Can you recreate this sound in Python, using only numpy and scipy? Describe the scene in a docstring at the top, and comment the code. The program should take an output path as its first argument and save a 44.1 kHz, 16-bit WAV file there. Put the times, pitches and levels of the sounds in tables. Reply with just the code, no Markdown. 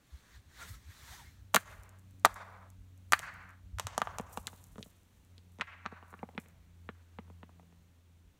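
"""A hand jolts the microphone now and then throughout, as low wavelets; at first a sleeve swishes: noise in patches
and small squeaks. From about 1.2 s a distant propeller drones as a blade tone with overtones, drifting down in pitch.
From 1.5 s a thrown stone bounces down a rocky canyon slope: each blow is a damped knock, a noisy crack and a thud.
Chips tick, sand trickles, scattered reflections cling to the blows and a far wall answers with a lumpy noise wash;
the blows lose treble with distance. Light low wind and a near-steady noise floor lie under it all to the end."""
import sys
import numpy as np
from scipy import signal
from scipy.fft import rfft, irfft
from scipy.io import wavfile
from scipy.ndimage import uniform_filter1d

SR = 44100
rng = np.random.default_rng(int(sys.argv[2]) if len(sys.argv) > 2 else 0)


def linear_from_db(decibels):
    """Turn decibels (scalar or array-like) into linear amplitude factors; 0 gives 1."""
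    return 10 ** (np.asarray(decibels, float) / 20)


def unload_wav(signal):
    """Save mono or channel-first audio to the path in sys.argv[1] as 16-bit WAV at rate SR, clipped to [-1, 1]."""
    wavfile.write(
        sys.argv[1],
        SR,
        np.round(np.clip(np.atleast_2d(signal).T, -1, 1) * 32767).astype(np.int16),
    )


N = 370395

# every contact of the stone, levels before distance and body shape the knock and thud:
# peak_s, knock_level_db, knock_pitch_hz, crack_peak_db, thud_level_db
STONE_BLOWS = [(1.5422, -25, 1075, -38, -63), (1.5458, -10, 1050, -5.5, -32),
               (1.5502, -15, 622, -15, -32.5), (1.5572, -28, 2870, -35, -40),
               (1.5608, -20.5, 1504, -5, -43), (1.5653, -6.5, 1337, -20, -29.5),
               (2.2497, -0.5, 1110, -14, -34.5), (2.2493, -14.5, 1303, -21.5, -58),
               (2.2546, -21.5, 1440, -11, -39), (2.2579, -15, 1160, -31, -53.5),
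               (2.2618, -17, 714, -32.5, -47), (3.123, -13.5, 1160, -8, -42.5),
               (3.128, -24, 1495, -32, -39.5), (3.1342, -3.5, 1454, -15.5, -51.5),
               (3.1406, -26.5, 1900, -38.5, -60), (3.1926, -35.5, 4410, -25.5, -71.5),
               (3.1982, -39.5, 700, -41.5, -74), (3.786, -28, 1280, -31.5, -65),
               (3.7979, -23, 920, -17.5, -57), (3.8696, -28, 990, -19, -50.5),
               (3.9794, -16.5, 820, -16.5, -37.5), (4.0024, -46, 1750, -40.5, -53),
               (4.0181, -13.5, 1040, -27.5, -38), (4.0728, -24, 920, -52, -72),
               (4.1853, -26.5, 910, -24, -70), (4.198, -27.5, 761, -39.5, -31.5),
               (4.3745, -23.5, 835, -32, -38.5), (4.4708, -22.5, 3210, -19, -52),
               (4.4772, -29.5, 1496, -34, -56), (4.5313, -43.5, 862, -56.5, -54),
               (4.758, -46, 1152, -58.5, -49.5), (4.7821, -39, 983, -48, -39.5),
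               (4.792, -52, 723, -47.5, -42), (4.808, -51, 501, -52.5, -49),
               (4.8281, -27.5, 3440, -39, -53), (4.861, -52, 600, -66, -51.5),
               (5.3808, -37, 3995, -51.5, -61), (5.587, -47.5, 698, -49.5, -49.5),
               (5.598, -37.5, 1022, -49, -43.5), (5.611, -14.5, 2050, -36, -48.5),
               (5.6153, -23.5, 1754, -34, -65), (5.6188, -21, 1212, -50, -60),
               (5.856, -31.5, 1040, -55.5, -43.5), (5.8616, -21.5, 1205, -34, -42.5),
               (5.9246, -41.5, 844, -58, -42.5), (6.0275, -39.5, 917, -59.5, -53.5),
               (6.1289, -40, 1010, -59.5, -51.5), (6.1403, -33, 1168, -63.5, -50),
               (6.192, -39, 3170, -48, -59.5), (6.2311, -27.5, 706, -53, -36.5), (6.29, -40, 670, -50, -55),
               (6.3497, -40, 3300, -56, -48), (6.379, -30, 753, -26.5, -33.5),
               (6.46, -44, 2183, -61.5, -55), (6.8905, -27.5, 1270, -37, -38),
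               (7.1873, -33.5, 900, -38.5, -39), (7.28, -55, 1003, -69.5, -60.5),
               (7.301, -48, 842.6, -60.5, -51), (7.4316, -40.5, 850, -42.5, -46),
               (7.4936, -48, 835, -58.5, -57), (7.5974, -46, 748, -58, -59.5),
               (7.631, -58.5, 702, -63, -62.5), (7.726, -58, 804, -63, -60)]
# small chips landing on rock: peak_s, level_db (before the grain colour)
CHIP_TICKS = [(1.5363, -44), (1.835, -42), (1.8928, -43), (1.9882, -51.5), (1.9944, -48), (2.11, -50.5),
              (2.1973, -48), (2.343, -33.5), (2.7027, -44), (2.9774, -50), (3.341, -44.5), (3.428, -56.5),
              (3.4924, -48.5), (3.506, -50), (4.212, -38), (4.2961, -51), (4.489, -52), (4.641, -35.5),
              (4.8514, -48), (5.033, -53), (5.2494, -50), (5.52, -55.5), (6.4008, -39), (6.4856, -46)]
# colour of a crack of rock on rock: frequency_hz, relative_level_db
CRACK_COLOUR = [(600, -24), (1200, -11), (2500, -5), (4500, -5), (7000, 0), (10000, -2.5), (14000, -2),
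                (16500, -7.5)]
# first decay of sound scattered by the rough ground around a blow: frequency_hz, t60_s
GROUND_DECAY = [(300, 0.034), (1000, 0.03), (2500, 0.048), (6000, 0.037), (14000, 0.023)]
# what the far wall returns: frequency_hz, relative_level_db
WALL_COLOUR = [(250, -37), (450, -1.5), (700, -10.5), (1500, -7.5), (2200, -5), (3500, -9.5), (5000, -7),
               (12000, -10.5)]
# distance of the stone, heard as loss of treble: time_s, loss_at_10_khz_db
TREBLE_LOSS = [(1.5, 3), (4.5, 8.5), (5.3, 13), (5.7, 21.5), (6.3, 100.5), (7.6, 144)]
# the far wall's answer along the stone's path: time_s, delay_s, relative_strength_db
WALL_PATH = [(1.5, 0.11, -12.5), (2.25, .108, -8.5), (3.12, 0.095, -4), (3.799, 0.081, 5.5),
             (4.0, 0.07, -2), (4.199, 0.08, 0.5), (4.4, 0.057, -5), (4.8, .07, -3), (5.599, .06, 1.5),
             (5.901, 0.054, 3.5), (6.4, 0.056, -9.5), (7.6, .06, -5.5)]
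# colour of sand and chips: frequency_hz, relative_density_db (per Hz)
GRAIN_COLOUR = [(2500, -23), (5000, -5), (7000, 0), (10000, 0), (15600, -4), (16100, -27)]
# sand thrown up or set sliding by the stone: peak_s, peak_level_db, t60_s
SAND_SPRAYS = [(1.58, -54, 0.23), (1.7, -70, .9), (2.28, -67, 0.89), (3.15, -52.5, 0.085),
               (3.209, -60.5, 0.22), (3.82, -67, 0.2), (4.04, -65, .2), (4.33, -57.5, .15),
               (4.39, -57, 0.28), (4.5, -67.5, 2.37), (4.85, -70, 0.34), (5.521, -79, .5),
               (6.08, -75.5, 1.27), (6.41, -66.5, 0.24)]
# strokes of the sleeve: peak_s, peak_level_db, swell_db_per_s, fade_db_per_s, tilt_db_per_octave
SLEEVE_STROKES = [(.154, -67, 95, 102, 1), (.362, -62, 54, 248, -0.5), (0.625, -49, 162, 164, 0),
                  (.69, -52.5, 400, 300, 4.5), (.745, -58, 300, 330, 2), (.91, -62.5, 452, 62, 1),
                  (1.14, -52, 53, 88.5, 1)]
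# colour of rubbed cloth: frequency_hz, relative_density_db (per Hz)
CLOTH_COLOUR = [(180, -45.5), (300, -7.5), (456, -16.5), (907, -8.5), (1230, -4.5), (1330, -6.5),
                (1770, -1.5), (2790, -13), (3710, -8), (4930, -9), (8730, -16.5), (10500, -19.5),
                (13300, -20), (15700, -23), (16500, -41)]
# squeaks of the cloth: centre_s, peak_db, pitch_hz, half_length_s, slide_per_s (fraction of pitch, + rises)
CLOTH_SQUEAKS = [(0.628, -46.5, 1346, 0.014, 0), (0.743, -58, 1230, 0.0088, -1),
                 (1.086, -57.5, 968, 0.0085, -2), (1.135, -55.5, 780, 0.016, 9),
                 (1.204, -57, 918, 0.031, -3), (1.274, -61, 2170, 0.023, 0)]
# the propeller's pitch: time_s, blade_rate_hz
PROPELLER_PITCH = [(1, 94.3), (2.2, 93.97), (3.1, 91), (4.2, 91.7), (5.1, 90.05), (6.2, 86.5), (8.3, 84.7)]
# the propeller's swell and sink with the air between: time_s, blade_tone_level_db (before its waver)
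PROPELLER_LEVEL = [(1.15, -86), (1.31, -59.5), (1.6, -64), (2.16, -56.5), (2.62, -58.5), (2.94, -56),
                   (3.35, -60), (3.75, -56), (3.95, -62.5), (4.6, -58.5), (4.9, -65), (5.21, -73),
                   (5.33, -58), (5.65, -64), (5.81, -57.5), (6.6, -62), (6.82, -57.5), (7.06, -64),
                   (7.35, -55), (7.73, -63.5), (8.16, -59.5), (8.28, -62), (8.36, -81)]
# second, third and fourth partial against the blade tone: relative_level_db
OVERTONE_LEVELS = (-13.5, -22.5, -36)
# jolts of the hand: centre_s, level_db, pitch_hz
HAND_JOLTS = [(0.145, -42, 67), (0.37, -49, 61.6), (0.394, -51, 93), (0.481, -53.5, 75), (0.659, -53, 69),
              (0.712, -40, 100), (0.87, -49, 71), (0.897, -44, 89), (1.111, -50, 66.5), (1.281, -52, 69),
              (1.418, -50, 61), (1.802, -49.5, 55), (2.33, -51.5, 50.8), (2.8, -49, 49.15),
              (3.658, -47.5, 59.2), (3.748, -38, 62.34), (3.778, -40.5, 96.4), (3.859, -38, 97),
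              (4.23, -46, 61.4), (4.399, -47.5, 62.5), (4.73, -55, 45), (4.8, -48.5, 119.8),
              (6.619, -58, 55.16), (8.271, -57, 49.63)]
# wind on the microphone: time_s, level_db (before its lumps)
WIND_LEVEL = [(0.0, -76), (.14, -70), (.56, -66), (.7, -54.5), (.9, -64), (1.12, -59), (1.61, -67),
              (1.73, -60), (2.3, -69.5), (3.32, -63), (3.62, -64), (3.82, -54), (3.97, -62), (4.78, -61.5),
              (4.95, -67.5), (6.0, -79.5), (6.5, -67), (7.0, -75.5), (8.4, -76.5)]
# colour of the wind: frequency_hz, relative_density_db (per Hz)
WIND_COLOUR = [(20, -32.5), (35, -14), (55, 3.5), (80, -4), (140, -7.5), (250, -20.5), (500, -46.5)]
# colour of quiet air and microphone hiss: frequency_hz, relative_density_db (per Hz)
AIR_COLOUR = [(100, 12.5), (200, 14), (400, 5), (800, 0), (3000, -4), (7000, -8), (12000, -13.5),
              (15600, -11.5), (16100, -33.5)]
# dips of the microphone in its housing: centre_hz, width_hz, depth_db
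HOUSING_DIPS = [(4960, 550, -4.5), (10400, 400, -2.5)]


def evened(x):
    """Scales to rms 1."""
    return x / np.sqrt(np.mean(x ** 2) + 1e-20)


def read(points, hz):
    """Reads a spectrum on a log-frequency axis."""
    f, value = np.transpose(points)
    return np.interp(np.log(hz + 1), np.log(f + 1), value)


def curve(rows):
    """Draws the columns of a table at every sample."""
    s, *columns = np.transpose(rows)
    return [np.interp(np.arange(N) / SR, s, column) for column in columns]


def colour(x, points):
    """Filters by a spectrum in dB."""
    hz = np.fft.rfftfreq(len(x), 1 / SR)
    return irfft(rfft(x) * linear_from_db(read(points, hz)), len(x))


def add(mix, s, sound):
    """Lays a sound centred on time s."""
    start = round(s * SR) - len(sound) // 2
    mix[start:start + len(sound)] += sound


def slow(rate_hz, count=24):
    """Slow random wander of rms 1: sines up to rate_hz, the slower ones stronger."""
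    f = np.geomspace(rate_hz / 20, rate_hz, count)
    phase = rng.random(count)
    t = np.arange(0, N, 64) / SR
    wander = np.sin(2 * np.pi * (np.outer(t, f) + phase)) @ f ** -.5
    return evened(np.interp(np.arange(N) / SR, t, wander))


def peaked(t, s, db, rise_db_per_s, fall_db_per_s):
    """Gain that climbs to a peak at s and falls away."""
    drop_db = np.where(t < s, rise_db_per_s * (s - t), fall_db_per_s * (t - s))
    return linear_from_db(db - drop_db)


def dulled(x, loss_db):
    """Air and ridges take the treble of a distant sound, by the square of frequency."""
    hz = np.fft.rfftfreq(len(x), 1 / SR)
    return irfft(rfft(x) * linear_from_db(-loss_db * (hz / 10000) ** 2), len(x))


def contact(hz, phase, sag, cycles):
    """A knock: quick soft rise, pitch falling as the faces press together, dead after a few cycles."""
    u = np.maximum(np.arange(-2048, 2048) / SR * hz + cycles, 0)  # cycles since first touch
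    turns = u + sag * (1 - np.exp(-u / 0.16))
    swing = (u / cycles * np.exp(1 - u / cycles)) ** 2.06
    wave = swing * np.cos(2 * np.pi * (turns + phase))
    return colour(wave, [(0.07 * hz, -36), (.5 * hz, 0), (SR, 0)])  # a small body radiates no bass


def snap(noise, ms, loss_db):
    """A burst from splintering grains: partly flattened noise, coloured as a crack, envelope peak 1."""
    t_ms = (np.arange(len(noise)) - len(noise) // 2 + 8) / SR * 1000
    envelope = np.where(t_ms > 0, np.exp(-t_ms / ms), np.exp(2.7 * t_ms / ms))
    grains = rfft(noise * envelope)
    grains /= uniform_filter1d(abs(grains), size=9) ** 0.64  # evens the band
    burst = dulled(colour(irfft(grains), CRACK_COLOUR), loss_db)
    return burst / abs(signal.hilbert(burst)).max()


def stone():
    """Each blow rings a damped knock, splinters a crack and thuds the slab; a copy travels to the wall."""
    near, thuds, sent = np.zeros((3, N))
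    phases = rng.random((len(STONE_BLOWS), 2))
    noises = rng.standard_normal((len(STONE_BLOWS), 512))
    path_s, delays, strengths_db = np.transpose(WALL_PATH)
    for (s, knock_db, hz, crack_db, thud_db), phase, noise in zip(STONE_BLOWS, phases, noises):
        loss_db = np.interp(s, *np.transpose(TREBLE_LOSS))
        upper = linear_from_db(-15.0) * contact(3.1 * hz, phase[1], 0.12, 1.5)  # the stone's stiffer mode
        modes = contact(hz, phase[0], 0.49, 0.59) + upper
        knock = linear_from_db(knock_db) * dulled(modes, loss_db)
        crack = linear_from_db(crack_db) * snap(noise, 0.54, loss_db)
        add(near, s, knock)
        add(near, s, crack)
        add(thuds, s + 0.0046, linear_from_db(thud_db) * contact(200, phase[1], 1.5, .9))
        add(thuds, s + 0.0025, linear_from_db(thud_db - 5) * contact(420, phase[0], .3, 1.3))  # the slab's higher mode
        arrival = s + np.interp(s, path_s, delays)
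        strength = linear_from_db(np.interp(s, path_s, strengths_db))
        add(sent, arrival, strength * knock)
        add(sent, arrival, strength * crack)
    return near, thuds, sent


def chips():
    """Each chip is a bare bright tick: a crack burst in the colour of grains."""
    out = np.zeros(N)
    noises = rng.standard_normal((len(CHIP_TICKS), 512))
    for (s, db), noise in zip(CHIP_TICKS, noises):
        add(out, s, linear_from_db(db) * colour(snap(noise, 0.49, 0), GRAIN_COLOUR))
    return out


def ground(x, count=4):
    """Sparse reflections off boulders near the blow; four sets fade in and out by turns, every 0.9 s."""
    round_s = .9  # time for one round of all the sets
    out = np.zeros(N)
    at = np.arange(60, 8000, 24)
    turn = np.arange(N) / SR / round_s
    for k in range(count):
        taps = np.zeros(8192)
        taps[at + rng.integers(0, 24, len(at))] = rng.choice([-1., 1.], len(at))
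        hz, t, z = signal.stft(taps, SR, nperseg=64)
        tilt_db = -2.5 * np.log2(1 + hz / 1000)  # rough rock scatters the treble away
        decay_db = -60 * t / read(GROUND_DECAY, hz)[:, None]
        decay = linear_from_db(decay_db) + linear_from_db(-19.5 + 0.29 * decay_db)  # a faint slower tail follows
        tail = signal.istft(z * linear_from_db(tilt_db[:, None]) * decay, SR, nperseg=64)[1]
        share = np.maximum(np.cos(2 * np.pi * (turn - k / count)), 0)
        out += signal.oaconvolve(x * share, tail / np.linalg.norm(tail))[:N]
    return out


def wall(x):
    """A broken cliff returns a lumpy wash: soft from nearer boulders, full at the front, then darkening."""
    early_s, early_db, early_sink_db_per_s = .07, -6, 90  # boulders heard ahead of the front
    sink_db_per_s, cliff_end_s, extra_sink_db_per_s = 38, .31, 222  # far steeper where the cliff ends
    hz, t, z = signal.stft(rng.standard_normal(SR // 2), SR, nperseg=256)
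    after = t - early_s
    sinking_db = -sink_db_per_s * after - extra_sink_db_per_s * np.maximum(after - cliff_end_s, 0)
    level_db = np.where(after < 0, early_db - early_sink_db_per_s * t, sinking_db)
    lumps = evened(uniform_filter1d(rng.standard_normal(len(t)), 3))
    darkening_db = -12. * np.outer(hz / 1000, t)  # the longer path loses more treble
    z *= linear_from_db(read(WALL_COLOUR, hz)[:, None] + level_db + 2.1 * lumps + darkening_db)
    wash = signal.istft(z, SR, nperseg=256)[1]
    front = round(early_s * SR)
    wash[front] += 0.13 * np.linalg.norm(wash)  # the front itself slaps back
    return signal.oaconvolve(x, wash / np.linalg.norm(wash))[front:][:N]


def sand():
    """Dense tiny grains of uneven size, falling in clumps; each spray rises fast and dies away."""
    size = linear_from_db(3.7 * np.minimum(rng.exponential(1, N), 5)) * rng.choice([-1., 1.], N)
    clumps = evened(uniform_filter1d(rng.standard_normal(N), 500))
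    falling = rng.random(N) < 5000 / SR  # 5000 grains per s
    grains = evened(colour(size * linear_from_db(3.4 * clumps) * falling, GRAIN_COLOUR))
    t = np.arange(0, N, 32) / SR
    level = sum(peaked(t, s, db, 500, 60 / t60) for s, db, t60 in SAND_SPRAYS)
    return grains * np.interp(np.arange(N) / SR, t, level)


def sleeve():
    """Cloth rubs cloth: noise in shifting patches, some strokes tilted brighter or duller."""
    frames, hz = 1400, np.fft.rfftfreq(256, 1 / SR)
    t = np.arange(frames) * 64 / SR
    a, b, patches = rng.standard_normal((frames, 129, 3)).T
    patches = uniform_filter1d(patches, 3, 0)
    patches = evened(uniform_filter1d(patches, 25, 1))
    power = 0
    for s, db, swell, fade, tilt_db in SLEEVE_STROKES:
        shape = evened(linear_from_db(read(CLOTH_COLOUR, hz) + tilt_db * np.log2((hz + 100) / 2500)))
        power = power + np.outer(shape, peaked(t, s, db, swell, fade)) ** 2
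    grain = (a + 1j * b) * linear_from_db(1.6 * patches)
    both = np.array([grain * np.sqrt(power), grain])
    cloth, flat = signal.istft(both, nperseg=256, noverlap=192)[1]
    return np.pad(cloth / flat.std(), (0, N - len(cloth)))  # the unshaped noise sets the level


def squeaks():
    """Brief fuzzy tones where the cloth drags tight, jittering in pitch and some sliding."""
    out = np.zeros(N)
    jitters = rng.standard_normal((len(CLOTH_SQUEAKS), 8192))
    t = np.arange(-4096, 4096) / SR
    for (s, db, hz, length, slide), jitter in zip(CLOTH_SQUEAKS, jitters):
        fuzz = 0.0516 * evened(uniform_filter1d(jitter, 150))
        pitch_hz = hz * (1 + slide * t + fuzz)
        tone = np.cos(2 * np.pi * np.cumsum(pitch_hz) / SR)
        add(out, s, linear_from_db(db) * np.exp(-(t / length) ** 2) * tone)
    return out


def propeller():
    """Blade tone and overtones, sinking as the aircraft draws away; moving air makes each waver."""
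    blade_hz = curve(PROPELLER_PITCH)[0] * (1 + 0.0011 * slow(4.8))
    turns = np.cumsum(blade_hz) / SR
    second_db, third_db, fourth_db = OVERTONE_LEVELS
    parts_db = [1.8 * slow(9), second_db + 4.7 * slow(14),
                third_db + 3.0 * slow(22), fourth_db + 2.6 * slow(2.5)]
    tones = sum(linear_from_db(db) * np.cos(2 * np.pi * (k + 1) * turns) for k, db in enumerate(parts_db))
    begun = np.arange(N) > PROPELLER_LEVEL[0][0] * SR  # silent before the first row
    return np.sqrt(2) * linear_from_db(curve(PROPELLER_LEVEL)[0]) * tones * begun


def wavelet(hz, cycles, phase):
    """A short contact: a few cycles under a bell."""
    t = np.arange(-2048, 2048) / SR
    return np.exp(-(t * hz / cycles) ** 2) * np.cos(2 * np.pi * (hz * t + phase))


def bumps():
    """The hand jolts the microphone housing: each jolt is a low wavelet."""
    out = np.zeros(N)
    phases = rng.random(len(HAND_JOLTS))
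    for (s, db, hz), phase in zip(HAND_JOLTS, phases):
        add(out, s, linear_from_db(db) * wavelet(hz, 1.2, phase))
    return out


def wind():
    """Lumpy low pressure on the microphone: bass-heavy noise on a wandering level."""
    lumps_db = 3.5 * slow(14)
    return linear_from_db(curve(WIND_LEVEL)[0] + lumps_db) * evened(colour(rng.standard_normal(N), WIND_COLOUR))


def air():
    """The near-steady floor of air and hiss: coloured noise around -70 dB."""
    level_db = -70 + 0.57 * slow(7.9)
    return linear_from_db(level_db) * evened(colour(rng.standard_normal(N), AIR_COLOUR))


def scene():
    """Stone with its ground and wall, over the quiet layers."""
    near, thuds, sent = stone()
    near = near + chips()
    scattered = near + .4 * thuds
    rock = near + thuds + linear_from_db(-11.5) * ground(scattered) + linear_from_db(-19.0) * wall(sent)
    cloth = sleeve() + squeaks()
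    background = propeller() + wind() + bumps() + air()
    return (rock + sand() + cloth + background)[None]


def band_limit(x):
    """A steep low-pass at the top of the band."""
    return signal.sosfilt(signal.butter(12, 17150, fs=SR, output="sos"), x)


def record(dry):
    """The microphone: bell-shaped dips of its housing and a steep upper band edge."""
    hz = np.fft.rfftfreq(N, 1 / SR)
    response_db = sum(db * np.exp(-((hz - f) / width) ** 2) for f, width, db in HOUSING_DIPS)
    response_db -= 60 / (1 + np.exp(-(hz - 16900) / 120))  # band edge
    mix = irfft(rfft(dry) * linear_from_db(response_db), N)
    return band_limit(mix)


dry = scene()
out = record(dry)
unload_wav(out)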